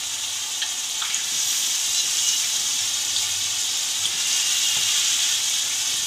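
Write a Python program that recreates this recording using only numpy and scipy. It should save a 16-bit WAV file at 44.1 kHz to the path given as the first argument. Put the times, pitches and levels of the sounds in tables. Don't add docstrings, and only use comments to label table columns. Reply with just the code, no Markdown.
import sys
import numpy as np
from scipy import signal
from scipy.fft import rfft, irfft
from scipy.io import wavfile
from scipy.ndimage import uniform_filter1d

SR = 44100
rng = np.random.default_rng(int(sys.argv[2]) if len(sys.argv) > 2 else 0)


def wav_record(signal):
    frames = np.transpose(np.atleast_2d(signal))
    bounded = np.clip(frames, -1, 1)
    quanta = np.round(bounded * 32767).astype(np.int16)
    wavfile.write(sys.argv[1], SR, quanta)


N = 267246
TIME = np.arange(N) / SR
FREQS_HZ = np.maximum(np.arange(N // 2 + 1) * SR / N, 1)
# (time [s], flare holds for [s], change to the flare [dB], further change from its juice [dB])
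HANDFULS = [(0.976, 1.46, -0.5, -21), (4.013, 1.24, -0.5, 2)]


def from_db(db):
    return 10 ** (np.asarray(db) / 20)


def rms_one(x):
    return x / np.sqrt(np.mean(x ** 2) + 1e-20)


def band(x, low_hz, high_hz, order=2):
    edges = np.clip([low_hz, high_hz], 10, .45 * SR)
    return signal.sosfilt(signal.butter(order, edges, "band", fs=SR, output="sos"), x + 1e-18)


def noise_band(low_hz, high_hz):
    return rms_one(band(rng.standard_normal(N), low_hz, high_hz))


def drift(rate_hz):
    return rms_one(irfft(rfft(rng.standard_normal(N)) / (1 + (FREQS_HZ / rate_hz) ** 2), N))


def rise(start, length):
    return np.sin(np.pi / 2 * np.clip((TIME - start) / length, 0, 1)) ** 2


def arch(start, end):
    return np.sqrt(np.abs(np.sin(np.pi * np.clip((TIME - start) / (end - start), 0, 1))))


def tone(hz):
    return rms_one(np.sin(2 * np.pi * np.cumsum(hz) / SR))


def ring(clicks, hz, fade_s):
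    decay, step = from_db(-60 / (fade_s * SR)), 2 * np.pi * hz / SR
    return signal.lfilter([0, np.sin(step)], [1, -2 * decay * np.cos(step), decay ** 2], clicks + 1e-18)


def flurry(start, low_hz, high_hz, fade_s, rise_s=0):
    t = TIME[:SR // 2]
    rush = band(rng.standard_normal(2 * len(t)), low_hz, high_hz, order=3)[len(t):]
    window = int(2 * SR / (high_hz - low_hz)) + 1
    rush /= np.sqrt(uniform_filter1d(rush ** 2, size=window) + 1e-12)
    attack = np.minimum(t / max(rise_s, 2 / high_hz), 1)
    fade = from_db(-60 * np.maximum(t - rise_s, 0) / fade_s)
    return np.pad(rush * attack * fade, (int(start * SR), N))[:N]


def in_wok(x, colour):
    # (frequency [Hz], width [Hz], level [dB])
    resonances = [(263, 33, 9.5), (363, 16, 13), (643, 55, -5), (698, 13, 5), (759, 16, 5.5), (882, 66, 4),
                  (1007, 18, -2), (1198, 37, 4.5), (1420, 140, 2), (1775, 75, 1), (2265, 34, 3),
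                  (2880, 41, -3), (3390, 220, 1.7), (3720, 120, 1.5), (4740, 260, 2.6), (6200, 70, 1.5),
                  (6600, 110, -1.5), (7000, 230, 1.5), (11700, 450, 0.5)]
    hz, db = np.transpose(colour)
    colour_db = np.interp(np.log(FREQS_HZ), np.log(hz), db)
    ripple_db = sum(peak / (1 + (2 * (FREQS_HZ - centre) / width) ** 4)
                    for centre, width, peak in resonances)
    return irfft(rfft(x) * from_db(colour_db + np.clip(ripple_db, -4, 5)), N)


def in_kitchen(x, fade_s, echo_db):
    t = TIME[:SR // 2]
    cloud = rng.standard_normal(len(t)) * from_db(-60 * t / fade_s) * (t > .001)
    cloud = rms_one(cloud) / np.sqrt(len(t))
    return x + from_db(echo_db) * signal.fftconvolve(x, cloud)[:N]


def off_bowl(x, delay_ms, sway_ms, echo_db):
    delay_s = (delay_ms + sway_ms * drift(.6)) / 1000
    return x + from_db(echo_db) * np.interp(TIME - delay_s, TIME, x)


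def burner():
    # (frequency [Hz], level [dB])
    flame_colour = [(18, -47), (30, -12), (59, -10), (96, -15), (128, -7.5), (170, -5.5), (215, -11.5),
                    (260, -6), (325, -10), (362, -9), (629, -5), (725, 0), (876, 1.5), (979, -3),
                    (1180, -0.5), (1300, -10), (1690, -22), (2860, -120)]
    # (middle [s], length [s], level [dB])
    drone_swells = [(0.2, 0.55, -60), (2.855, 0.11, -52), (3.34, 0.57, -52), (4.05, 0.15, -52),
                    (4.85, 0.1, -51.5)]
    drone_hz, neighbour_hz, growth_db_per_s = 95.5, 111.7, 0.97
    rush = from_db(-47) * rms_one(in_wok(rng.standard_normal(N), flame_colour))
    drone = tone(drone_hz + 2.17 * drift(5)) + from_db(-5.5) * tone(neighbour_hz + 4.02 * drift(4))
    steady = from_db(-66 + growth_db_per_s * TIME + 3 * drift(12))
    swells = sum(from_db(db) * arch(middle - length / 2, middle + length / 2)
                 for middle, length, db in drone_swells)
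    return rush + np.hypot(steady, swells) * drone


def simmer():
    loudness = from_db(-58 + 3.3 * drift(22)) * rise(HANDFULS[0][0], 0.25)
    return loudness * noise_band(low_hz=119, high_hz=486)


def thuds():
    # (time [s], level [dB], fade time [s])
    landings = [(1.320, -41, 0.083), (2.27, -54, 0.4), (4.050, -43.5, 0.2), (4.136, -48, 0.58),
                (4.774, -40, 0.089), (6.020, -45, 0.12)]
    return sum(from_db(db) * flurry(start, low_hz=130, high_hz=425, fade_s=fade_s)
               for start, db, fade_s in landings)


def knocks():
    # (time [s], level [dB], fade time [s], stove thump relative to the note [dB])
    bumps = [(0.635, -44, 0.2, -20), (1.014, -46.5, 0.2, -20), (3.228, -41, 0.15, -10),
             (4.7685, -31.5, 0.028, 0)]
    wok_notes = [724, 858]
    out = np.zeros(N)
    for start, db, fade_s, thump_db in bumps:
        click = from_db(db) * signal.unit_impulse(N, int(start * SR))
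        out += sum(ring(click, hz, fade_s) for hz in wok_notes)
        out += from_db(thump_db) * ring(click, hz=180, fade_s=0.027)
    return band(out, low_hz=70, high_hz=1300)


def scrapes():
    # (start [s], end [s], pitch [Hz], glide [Hz], wobble [Hz], level [dB])
    strokes = [(1.935, 2.035, 3985, 0, 30, -30), (1.8, 2.17, 2820, 28.5, 31, -38.5),
               (2.16, 2.39, 2895, 24.5, 14, -32.5), (2.02, 2.7, 3965, 1.5, 33, -41),
               (2.75, 2.87, 5437, 0, 82, -33)]
    out = np.zeros(N)
    for start, end, hz, glide_hz, wobble_hz, db in strokes:
        progress = np.clip((TIME - (start + end) / 2) / (end - start), -.5, .5)
        pitch = hz + glide_hz * progress + wobble_hz * drift(61)
        out += from_db(db + 2.5 * drift(40)) * arch(start, end) * tone(pitch)
    return out


def clinks():
    # (time [s], strength [dB])
    touches = [(0.6160, -25), (0.6188, -19), (0.6240, -16.5), (0.6298, -18), (0.6335, -21.5)]
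    # (pitch [Hz], relative level [dB], fade time [s])
    bowl_notes = [(1715, -10.5, .034), (1815, -9, .034), (2595, -15, .04), (2929, -14, .03),
                  (3090, -9, .02), (3205, 1.5, .03), (3680, -10, .02), (3946, -8, .025), (4210, -2.5, .037),
                  (5700, -9, .015), (6115, -10, .02)]
    out = sum(from_db(db - 16) * flurry(start, low_hz=2500, high_hz=4500, fade_s=0.022)
              for start, db in touches)
    times, touch_db = np.transpose(touches)
    for hz, note_db, fade_s in bowl_notes:
        strengths = from_db(touch_db + note_db + rng.normal(-2.5, 2.6, len(times)))
        clicks = np.zeros(N)
        clicks[(times * SR).astype(int)] = strengths * rng.choice([-1, 1], len(times))
        out += ring(clicks, hz, fade_s)
    return band(out, low_hz=1400, high_hz=9000)


def squelches():
    # (time [s], pitch [Hz], width [octaves], level [dB], rise time [s], fade time [s])
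    splats = [(0.235, 3460, 0.51, -26.5, .003, .08), (1.0190, 3420, 0.33, -17.5, 0.001, 0.04),
              (1.021, 1390, 0.28, -26, 0.003, 0.05), (1.016, 1250, .8, -34, .003, .25),
              (1.044, 2900, 1.05, -27, .007, .14), (1.097, 2900, 1.1, -27, .005, 0.12),
              (1.124, 2600, 1.5, -33.5, 0.0066, .4), (1.140, 6750, 0.14, -20, 0.006, 0.04),
              (1.182, 1950, .6, -37.5, 0.018, .15), (1.47, 3500, 0.51, -29, 0.034, 0.22),
              (1.515, 1800, .8, -38, .015, .2), (1.618, 3260, 0.23, -25, .008, 0.044),
              (1.95, 5900, 0.33, -25, 0.032, 0.2), (1.945, 3370, 0.44, -29, 0.057, .13),
              (2.176, 6500, 0.24, -23, 0.0069, 0.084), (2.178, 3350, .3, -26, .006, .15),
              (2.24, 6150, 0.3, -24, .045, 0.25), (2.432, 2170, 0.35, -31, .012, 0.076),
              (2.46, 6100, .35, -29.5, .14, .7), (3.163, 3560, 0.16, -16.5, .0005, .045),
              (3.163, 4620, 0.13, -21.5, .0005, 0.075), (3.224, 2820, 0.64, -30, .005, 0.12),
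              (3.40, 3600, .35, -28, .02, .12), (3.53, 6750, .2, -30, .07, .6),
              (3.65, 5000, .3, -34, .06, .5), (4.043, 3470, 0.08, -21.5, .006, .03),
              (4.0545, 3370, 0.14, -15, 0.0015, 0.035), (4.057, 8750, .12, -28.5, .002, .13),
              (4.322, 6300, 0.2, -24.5, 0.011, .08), (5.69, 2150, .4, -35, .025, .08),
              (5.955, 9300, .2, -33, .015, .12)]
    out = np.zeros(N)
    for start, hz, octaves, db, rise_s, fade_s in splats:
        spread = 2 ** (octaves / 2)
        out += from_db(db) * flurry(start, hz / spread, hz * spread, fade_s, rise_s)
    return out


def spits():
    # (time [s], pitch [Hz], peak level [dB])
    drops = [(0.0365, 3500, -15), (0.8985, 3500, -18.5), (1.1455, 7200, -12), (1.3505, 3500, -16),
             (1.7805, 6300, -13), (2.170, 6200, -7.5), (2.2735, 6000, -12), (2.289, 6200, -9.5),
             (2.379, 6300, -13), (2.598, 6300, -8), (3.050, 6300, -15), (3.2695, 6300, -15),
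             (4.0575, 6500, -14), (4.330, 6300, -12), (5.811, 6300, -13)]
    spread = 2 ** (.55 / 2)
    out = np.zeros(N)
    for start, hz, db in drops:
        crack = flurry(start, hz / spread, hz * spread, fade_s=.003)
        out += from_db(db) * crack / np.abs(crack).max()
    return out


def steam_whistles():
    # (start [s], end [s], pitch [Hz], level [dB])
    pockets = [(1.357, 1.7, 3450, -37), (1.3, 1.72, 5780, -35), (1.95, 2.55, 5400, -36),
               (4.1, 5.12, 2835, -34), (4.6, 5.857, 3327, -34.5), (4.85, 5.45, 3015, -37.5)]
    return sum(from_db(db) * arch(start, end) * noise_band(hz - 30, hz + 30)
               for start, end, hz, db in pockets)


def steam_puffs():
    # (time [s], rise time [s], time to fall to about a third [s], level [dB])
    puffs = [(1.32, 0.19, 0.29, -37), (2.05, .3, .4, -44), (4.35, .3, .6, -41)]
    loudness = np.zeros(N)
    for start, rise_s, decay_s, db in puffs:
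        fade = np.exp(-np.maximum(TIME - start - rise_s, 0) / decay_s)
        loudness += from_db(db) * rise(start, rise_s) * fade
    return loudness * noise_band(low_hz=10300, high_hz=15500)


def bubbles(per_s, size_db, clump_db, fade_cycles, hiss_db):
    pitches = np.geomspace(900, 16000, 30)
    bursts = rng.random(N) < per_s * from_db(clump_db * drift(30)) / SR
    strengths = from_db(size_db * np.minimum(rng.exponential(1, N), 3.8)) * rng.choice([-1, 1], N)
    pitch_index = rng.choice(len(pitches), N, p=pitches / pitches.sum())
    out = np.zeros(N)
    for k, hz in enumerate(pitches):
        clicks = bursts * strengths * (pitch_index == k)
        decay, step = from_db(-60 * hz / (fade_cycles * SR)), 2 * np.pi * hz / SR
        gain = 1 - decay ** 2
        out += signal.lfilter([gain, 0, -gain], [1, -2 * decay * np.cos(step), decay ** 2], clicks + 1e-18)
    return rms_one(out) + from_db(hiss_db) * rng.standard_normal(N)


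def frying_level(masala_db, meat_db, flare_db, rise_s, sag_db_per_s, juice_share):
    settle_s = 0.26
    power = from_db(masala_db) ** 2 + from_db(meat_db) ** 2 * rise(HANDFULS[0][0], rise_s)
    for start, hold_s, db, juice_db in HANDFULS:
        age = np.maximum(TIME - start, 0)
        flare = from_db(flare_db + db + juice_share * juice_db - sag_db_per_s * age) ** 2
        power += flare * rise(start, rise_s) * np.exp(-np.maximum(age - hold_s, 0) / settle_s)
    return np.sqrt(power)


def sizzle():
    # (masala [dB], meat [dB], flare [dB], rise time [s], sag of the flare [dB/s], juice share [0-1])
    bubble_sizes = [(-40, -40, -37.5, 0.04, -0.7, 0.68), (-35, -35, -32, 0.82, 0, 1.0),
                    (-42, -37.5, -38, 0.51, 1.5, .6), (-30.8, -31.5, -28, 0.61, -1.55, 0.16),
                    (-42.5, -42, -40.5, 0.78, 4.5, 0)]
    size_edges = [950, 2950, 4200, 5350, 9000]
    # (frequency [Hz], level [dB])
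    colour = [(560, -50), (950, -14), (995, -20), (1190, -19.5), (1290, -16.5), (1700, -11.5), (1890, -13),
              (2390, -10), (2780, -4), (3280, 3.5), (3860, 1.5), (4440, -3), (6530, 4.5), (10300, -13),
              (15500, -21.5)]
    fry = bubbles(per_s=17000, size_db=1.2, clump_db=1.96, fade_cycles=27.5, hiss_db=-1.0)
    fry = in_kitchen(fry, fade_s=0.13, echo_db=-12.0)
    fry = off_bowl(fry, delay_ms=3.0, sway_ms=0.256, echo_db=-9.0)
    spectrum = rfft(in_wok(fry, colour))
    above = [1 / (1 + (edge / FREQS_HZ) ** 20) for edge in size_edges] + [0]
    out = np.zeros(N)
    for k, size in enumerate(bubble_sizes):
        layer = rms_one(irfft(spectrum * (above[k] - above[k + 1]), N))
        flicker = from_db(0.66 * drift(16))
        out += frying_level(*size) * flicker * layer
    return out * from_db(0.22 * drift(4.2))


def scene():
    short_sounds = squelches() + clinks() + spits() + thuds() + knocks()
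    short_sounds = in_kitchen(short_sounds, fade_s=0.3, echo_db=-6)
    frying = sizzle() + steam_puffs() + steam_whistles() + simmer()
    return np.tile(frying + scrapes() + short_sounds + burner(), (2, 1))


def record(dry):
    cutoff_hz = 15450
    return signal.sosfilt(signal.ellip(12, .1, 90, cutoff_hz, fs=SR, output="sos"), dry)


dry = scene()
out = record(dry)
wav_record(out)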